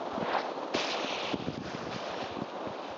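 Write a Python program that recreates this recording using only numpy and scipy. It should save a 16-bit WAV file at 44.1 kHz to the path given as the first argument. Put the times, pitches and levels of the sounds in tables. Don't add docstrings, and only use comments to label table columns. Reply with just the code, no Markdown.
import sys
import numpy as np
from scipy import signal
from scipy.fft import rfft, irfft, next_fast_len
from scipy.io import wavfile
from scipy.ndimage import uniform_filter1d

SR = 44100
rng = np.random.default_rng(int(sys.argv[2]) if len(sys.argv) > 2 else 0)


def to_wav(s):
    ch = np.atleast_2d(s).T
    pcm = np.round(np.clip(ch, -1, 1) * 32767)
    wavfile.write(sys.argv[1], SR, pcm.astype(np.int16))


def level_to_linear(level):
    exponent = np.asarray(level, float) / 20
    return 10 ** exponent


N = 130977

# time in seconds, crunch level in dB, packing level in dB relative to crunch, fine crystal
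# level in dB relative to crunch.
FOOT_PRESSURE = [
    [(.18, -60.5, 9, -16), (.26, -46.5, 11.5, -13), (.3, -42.5, 9, -24), (.32, -47, 16, -17),
     (.345, -39.5, 9, -15.5), (.375, -43.5, 15, -13), (.42, -48.5, 11, -14), (.435, -52, 10.5, -3.5),
     (.52, -54.5, 5, -9)],
    [(.735, -42.5, 5, 1), (.748, -34, 1.5, -3.5), (.8, -32, -3.5, -4.5), (.87, -39, 1.5, -0.5),
     (.92, -35, -3.5, -5.5), (.99, -41, 5.5, -7.5), (1.1, -36.5, -3.5, -14.5), (1.27, -40.5, -1.5, -6),
     (1.348, -41.5, 4.5, -7.5)],
    [(1.89, -54.5, 7, -1), (1.93, -44, 5, -4), (1.99, -46.5, 5, -3.5), (2.08, -46.5, 4.5, -4),
     (2.16, -48, 5.5, -8), (2.225, -44, 4, -7), (2.3, -48, 2, -9.5), (2.4, -52, 4, -12), (2.45, -56, 0, 2)],
    [(1.34, -46.5, -14, -10), (1.46, -47.5, 4.5, -6), (1.51, -47, 5, -6.5), (1.56, -49.5, 8.5, -3),
     (1.59, -56.5, 3, -5.5), (1.64, -50.5, 7, 0), (1.68, -48, 8.5, -1.5), (1.76, -49.5, 7.5, 0),
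     (1.9, -54, 9.5, 0)],
    [(2.44, -56.5, 9, -6), (2.5, -51.5, 7, -4), (2.56, -62.5, 6, -12), (2.64, -60, 10, -10),
     (2.75, -54, 5, -6), (2.8, -57, 2, -5), (2.85, -48.5, -1, -12), (2.9, -52, 6, -3), (2.98, -63, 10, -8)],]
# start in seconds, length in seconds (at most 0.16 s sounds), level in
# dB, centre in Hz, half bandwidth as a share of the centre (0-1).
CRUST_CLUMPS = [(.225, .002, -34, 900, .5), (.27, .15, -45, 1450, .25), (.328, .016, -43, 4300, .22),
                (.38, .042, -45, 4400, .25), (.43, .3, -60, 4150, .07), (.442, .022, -36, 800, .1),
                (.76, .57, -46, 1800, .22), (.795, .006, -36, 4500, .4), (.81, .045, -42, 3300, .12),
                (.908, .018, -42, 3900, .25), (1.0, .335, -48, 6000, .1), (1.24, .1, -44, 2900, .25),
                (1.53, .03, -49, 4800, .35), (1.572, .004, -44, 4300, .65), (1.606, .006, -53, 4800, .5),
                (1.66, .62, -50, 1300, .3), (1.675, .008, -46, 3800, .5), (1.745, .008, -46, 3800, .5),
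                (1.94, .025, -49, 4900, .15), (2.14, .14, -58, 5500, .03), (2.417, .002, -35, 800, .5),
                (2.657, .012, -33, 490, .2), (2.673, .002, -35, 1400, .6)]
# start in seconds, peak in dB, pitch in Hz, 60 dB decay in seconds.
CRUST_CRACKS = [(.2245, -27, 800, .006), (.274, -29, 1020, .012), (.3005, -30, 2300, .006),
                (.333, -25, 950, .02), (.3478, -19, 1050, .014), (.3515, -23, 900, .012),
                (.366, -20, 840, .02), (.371, -24, 800, .02), (.388, -28, 1100, .015),
                (.4295, -26, 800, .008), (.491, -31, 660, .02), (.7452, -23, 2300, .006),
                (.7745, -21, 900, .006), (.7747, -28, 5200, .004), (.798, -23, 4000, .005),
                (.846, -27, 620, .03), (.921, -28, 3900, .006), (1.126, -27, 600, .02),
                (1.148, -27, 2600, .005), (1.221, -28, 2700, .008), (1.2926, -29, 2590, .008),
                (2.077, -30, 650, .015), (2.102, -29, 900, .008), (2.143, -32, 1700, .008),
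                (2.205, -29, 900, .012), (2.4175, -27, 800, .006), (2.6555, -31, 600, .012)]
# centre in seconds, peak in dB, pitch in Hz, width in seconds.
WIND_POPS = [(0.18, -24.5, 257, 0.0089), (0.211, -23, 330, 0.0022), (0.228, -22.5, 231, 0.0069),
             (0.407, -33, 366, 0.0034), (0.75, -14.5, 379, 0.0041), (0.775, -31, 354, 0.0032),
             (0.802, -36, 405, 0.011), (1.008, -29, 369, 0.0072), (1.046, -24.5, 301, 0.006),
             (1.083, -49, 353, 0.0062), (1.342, -14.5, 330, 0.0032), (1.357, -24, 256, 0.0021),
             (1.424, -24, 277, 0.0044), (1.473, -23.5, 260, 0.0036), (1.485, -17, 260, 0.0048),
             (1.504, -27, 304, 0.0027), (1.578, -22.5, 285, 0.0038), (1.608, -27.5, 227, 0.0049),
             (1.619, -29, 299, 0.0072), (1.724, -40.5, 201, 0.0045), (1.749, -23.5, 254, 0.0043),
             (1.874, -32.5, 287, 0.008), (1.962, -26.5, 219, 0.0062), (2.228, -29, 270, 0.0087),
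             (2.37, -25, 320, 0.0034), (2.389, -26, 305, 0.0048), (2.42, -19.5, 275, 0.0038),
             (2.672, -25.5, 296, 0.0053)]
# centre in seconds, peak in dB, pitch in Hz, width in
# seconds.
WIND_FLUTTER = [(.13, -40.5, 85, .015), (.32, -46, 80, .012), (1.3355, -22, 370, .004),
                (1.3465, -27, 330, .003), (1.398, -35, 190, .007), (1.483, -27, 300, .003),
                (1.492, -30, 200, .006), (1.53, -41, 90, .012), (1.543, -32, 300, .006),
                (1.586, -32, 170, .007), (1.68, -33, 220, .007), (1.83, -41, 90, .012),
                (1.868, -28, 300, .005), (1.945, -34, 140, .009), (2.1, -43, 80, .014),
                (2.235, -38, 110, .012), (2.315, -38, 100, .015), (2.67, -38, 120, .01),
                (2.705, -35, 160, .008), (2.905, -43, 80, .014)]
# time in seconds, rumble level in dB, open air level in dB.
GUST_CURVE = [(0, -66.5, 2), (.13, -65, 4), (.25, -62, 5.5), (.33, -77.5, 2.5), (.72, -84.5, 2),
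              (.76, -42.5, 7.5), (.85, -79, 2.5), (1.25, -60, 2.5), (1.38, -52, -1.5), (1.62, -51.5, -6),
              (1.85, -48.5, -3.5), (2, -62.5, -1.5), (2.12, -60.5, 1.5), (2.32, -52.5, -1),
              (2.43, -54.5, 2), (2.47, -66, -1), (2.68, -69, 1), (2.97, -70.5, -0.5)]
# frequency in Hz, level in dB.
RUMBLE_SPECTRUM = [(30, -29.5), (80, -4.5), (150, 0), (280, -1.5), (450, -4.5), (700, -42.5)]
# frequency in Hz, level in dB.
AIR_SPECTRUM = [(40, -52), (130, -46), (260, -6), (700, -2.5), (1100, -8.5), (1900, -24.5), (3600, -24.5),
                (5000, -32.5)]
# frequency in Hz, gain in dB.
BAND_EDGE = [(5000, -1), (6500, -6.5), (7200, -16.5), (7600, -28.5), (7780, -34.5), (7850, -67)]


def evened(x):
    return x / np.sqrt(np.mean(x ** 2) + 1e-20)


def read(points, hz):
    f, value = np.transpose(points)
    return np.interp(np.log(hz + 1), np.log(f + 1), value)


def along(rows, axis):
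    rows = np.array(rows)
    return np.interp(np.arange(N) / SR, rows[:, 0], rows[:, axis])


def add(mix, s, sound):
    part = mix[round(s * SR):][:len(sound)]
    part += sound[:len(part)]


def grains(span_hz, per_s, cycles, spread_db, count=24):
    size = level_to_linear(spread_db * np.minimum(rng.exponential(1, N), 3.2))
    size = size * rng.choice([-1, 1], N)
    size = size * (rng.random(N) < per_s / SR)
    kind = rng.integers(0, count, N)
    t, out = np.arange(1024) / SR, np.zeros(N)
    for k, hz in enumerate(np.geomspace(*span_hz, count)):
        u = t * hz / cycles
        snap = u * np.exp(-2 * u) * np.sin(2 * np.pi * hz * t)
        out += signal.oaconvolve(size * (kind == k), snap)[:N]
    return evened(out)


def snow():
    crunch = grains((2297, 4220), per_s=6000, cycles=4.2, spread_db=2.0)
    packing = grains((480.4, 2075), per_s=2500, cycles=2.93, spread_db=3.8)
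    fine = grains((4410, 7720), per_s=8300, cycles=2.9, spread_db=6.2)
    t, out = np.arange(N) / SR, np.zeros(N)
    for step in FOOT_PRESSURE:
        start, end = step[0][0], step[-1][0]
        gate = np.clip(np.minimum(t - start, end - t) / 0.01, 0, 1)
        mix = crunch + level_to_linear(along(step, axis=2)) * packing + level_to_linear(along(step, axis=3)) * fine
        out += gate * level_to_linear(along(step, axis=1)) * mix
    return out


def clumps():
    rise_s, out = .0018, np.zeros(N)
    for s, length, db, hz, share in CRUST_CLUMPS:
        wide = np.clip(share, .02, .7)
        edges = [hz * (1 - wide), hz * (1 + wide)]
        sos = signal.butter(4, edges, "band", fs=SR, output="sos")
        band = signal.sosfilt(sos, rng.standard_normal(8192))[1024:]
        t = np.arange(len(band)) / SR
        shape = np.clip(np.minimum(t, length + rise_s - t) / rise_s, 0, 1)
        rms = np.sqrt(np.mean((band ** 2)[shape > .5]))
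        add(out, s, level_to_linear(db) * shape * band / rms)
    return out


def cracks():
    rise_s, sag = .0004, .08
    out, t = np.zeros(N), np.arange(2048) / SR
    for s, db, hz, t60 in CRUST_CRACKS:
        pitch = hz * (1 - sag * np.minimum(t / t60, 1))
        turns = np.cumsum(pitch) / SR
        envelope = level_to_linear(db - 60 * t / t60) * (1 - np.exp(-t / rise_s))
        add(out, s, envelope * 2 * np.sin(2 * np.pi * turns))
    return out


def pops():
    fall, span, edge = 0.35, 1.23, 0.26
    out = np.zeros(N)
    for s, db, hz, width in WIND_POPS + WIND_FLUTTER:
        u = np.arange(-1, 4, 1 / (SR * width * span))
        shape = np.where(u < 0, np.exp(-(u / edge) ** 2), np.exp(-u / .5))
        turns = np.cumsum(hz * np.exp(-fall * np.clip(u, -1, 1.5))) / SR
        phase = 2 * np.pi * (turns - np.interp(0, u, turns))
        swing = np.cos(phase) + 0.059 * np.cos(2 * phase)
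        add(out, s - width * span, level_to_linear(db) * shape * swing)
    return out


def gain_control():
    duck_per_db, duck_from_db, recover_s = 0.1266, -31.5, 0.096
    kicks = np.zeros(N)
    for s, db, _, _ in WIND_POPS:
        kick = max(db - duck_from_db, 0) * duck_per_db
        add(kicks, s + 0.0019, np.array([kick]))
    dip = signal.lfilter([1], [1, -np.exp(-1 / (SR * recover_s))], kicks)
    return level_to_linear(-uniform_filter1d(dip, size=200))


def noise(spectrum, size, patchy_db, flicker_db):
    frames, hz = 4 * N // size + 5, np.fft.rfftfreq(size, 1 / SR)
    a, b, patches = rng.standard_normal((frames, len(hz), 3)).T
    patches = uniform_filter1d(patches, size=size // 64, axis=0)
    patches = evened(uniform_filter1d(patches, size=8, axis=1))
    flicker = evened(uniform_filter1d(rng.standard_normal(frames), size=4))
    level_db = read(spectrum, hz)[:, None] + patchy_db * patches + flicker_db * flicker
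    z = (a + 1j * b) * level_to_linear(level_db)
    return evened(signal.istft(z, nperseg=size, noverlap=3 * size // 4)[1][:N])


def rumble():
    roar = noise(RUMBLE_SPECTRUM, size=1024, patchy_db=2.0, flicker_db=3.5)
    return level_to_linear(along(GUST_CURVE, axis=1) + 6.5) * roar


def open_air():
    hiss = noise(AIR_SPECTRUM, size=512, patchy_db=-0.17, flicker_db=1.2)
    return level_to_linear(along(GUST_CURVE, axis=2) - 38.5) * hiss


def scene():
    heard = open_air() + snow() + clumps() + cracks()
    return (heard * gain_control() + rumble() + pops())[None]


def roll_off(x):
    return signal.sosfilt(signal.butter(12, 15720, fs=SR, output="sos"), x)


def record(dry):
    sample_hz, image_db = 16000, -63.5
    cut = signal.sosfilt(signal.butter(4, 75, "high", fs=SR, output="sos"), dry)
    cut = .3 * np.tanh(cut / .3)
    size = next_fast_len(N + 4096)
    hz = np.fft.rfftfreq(size, 1 / SR)
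    band = irfft(rfft(cut, size) * level_to_linear(read(BAND_EDGE, hz)), size)[:, :N]
    mirror = 2 * band * np.cos(2 * np.pi * sample_hz * np.arange(N) / SR)
    image_gain = (hz < sample_hz) * (hz > 9400) * (sample_hz / (hz + 1)) ** 4.1
    mirror = irfft(rfft(mirror, size) * image_gain, size)[:, :N]
    return roll_off(band + level_to_linear(image_db) * mirror)


dry = scene()
out = record(dry)
to_wav(out)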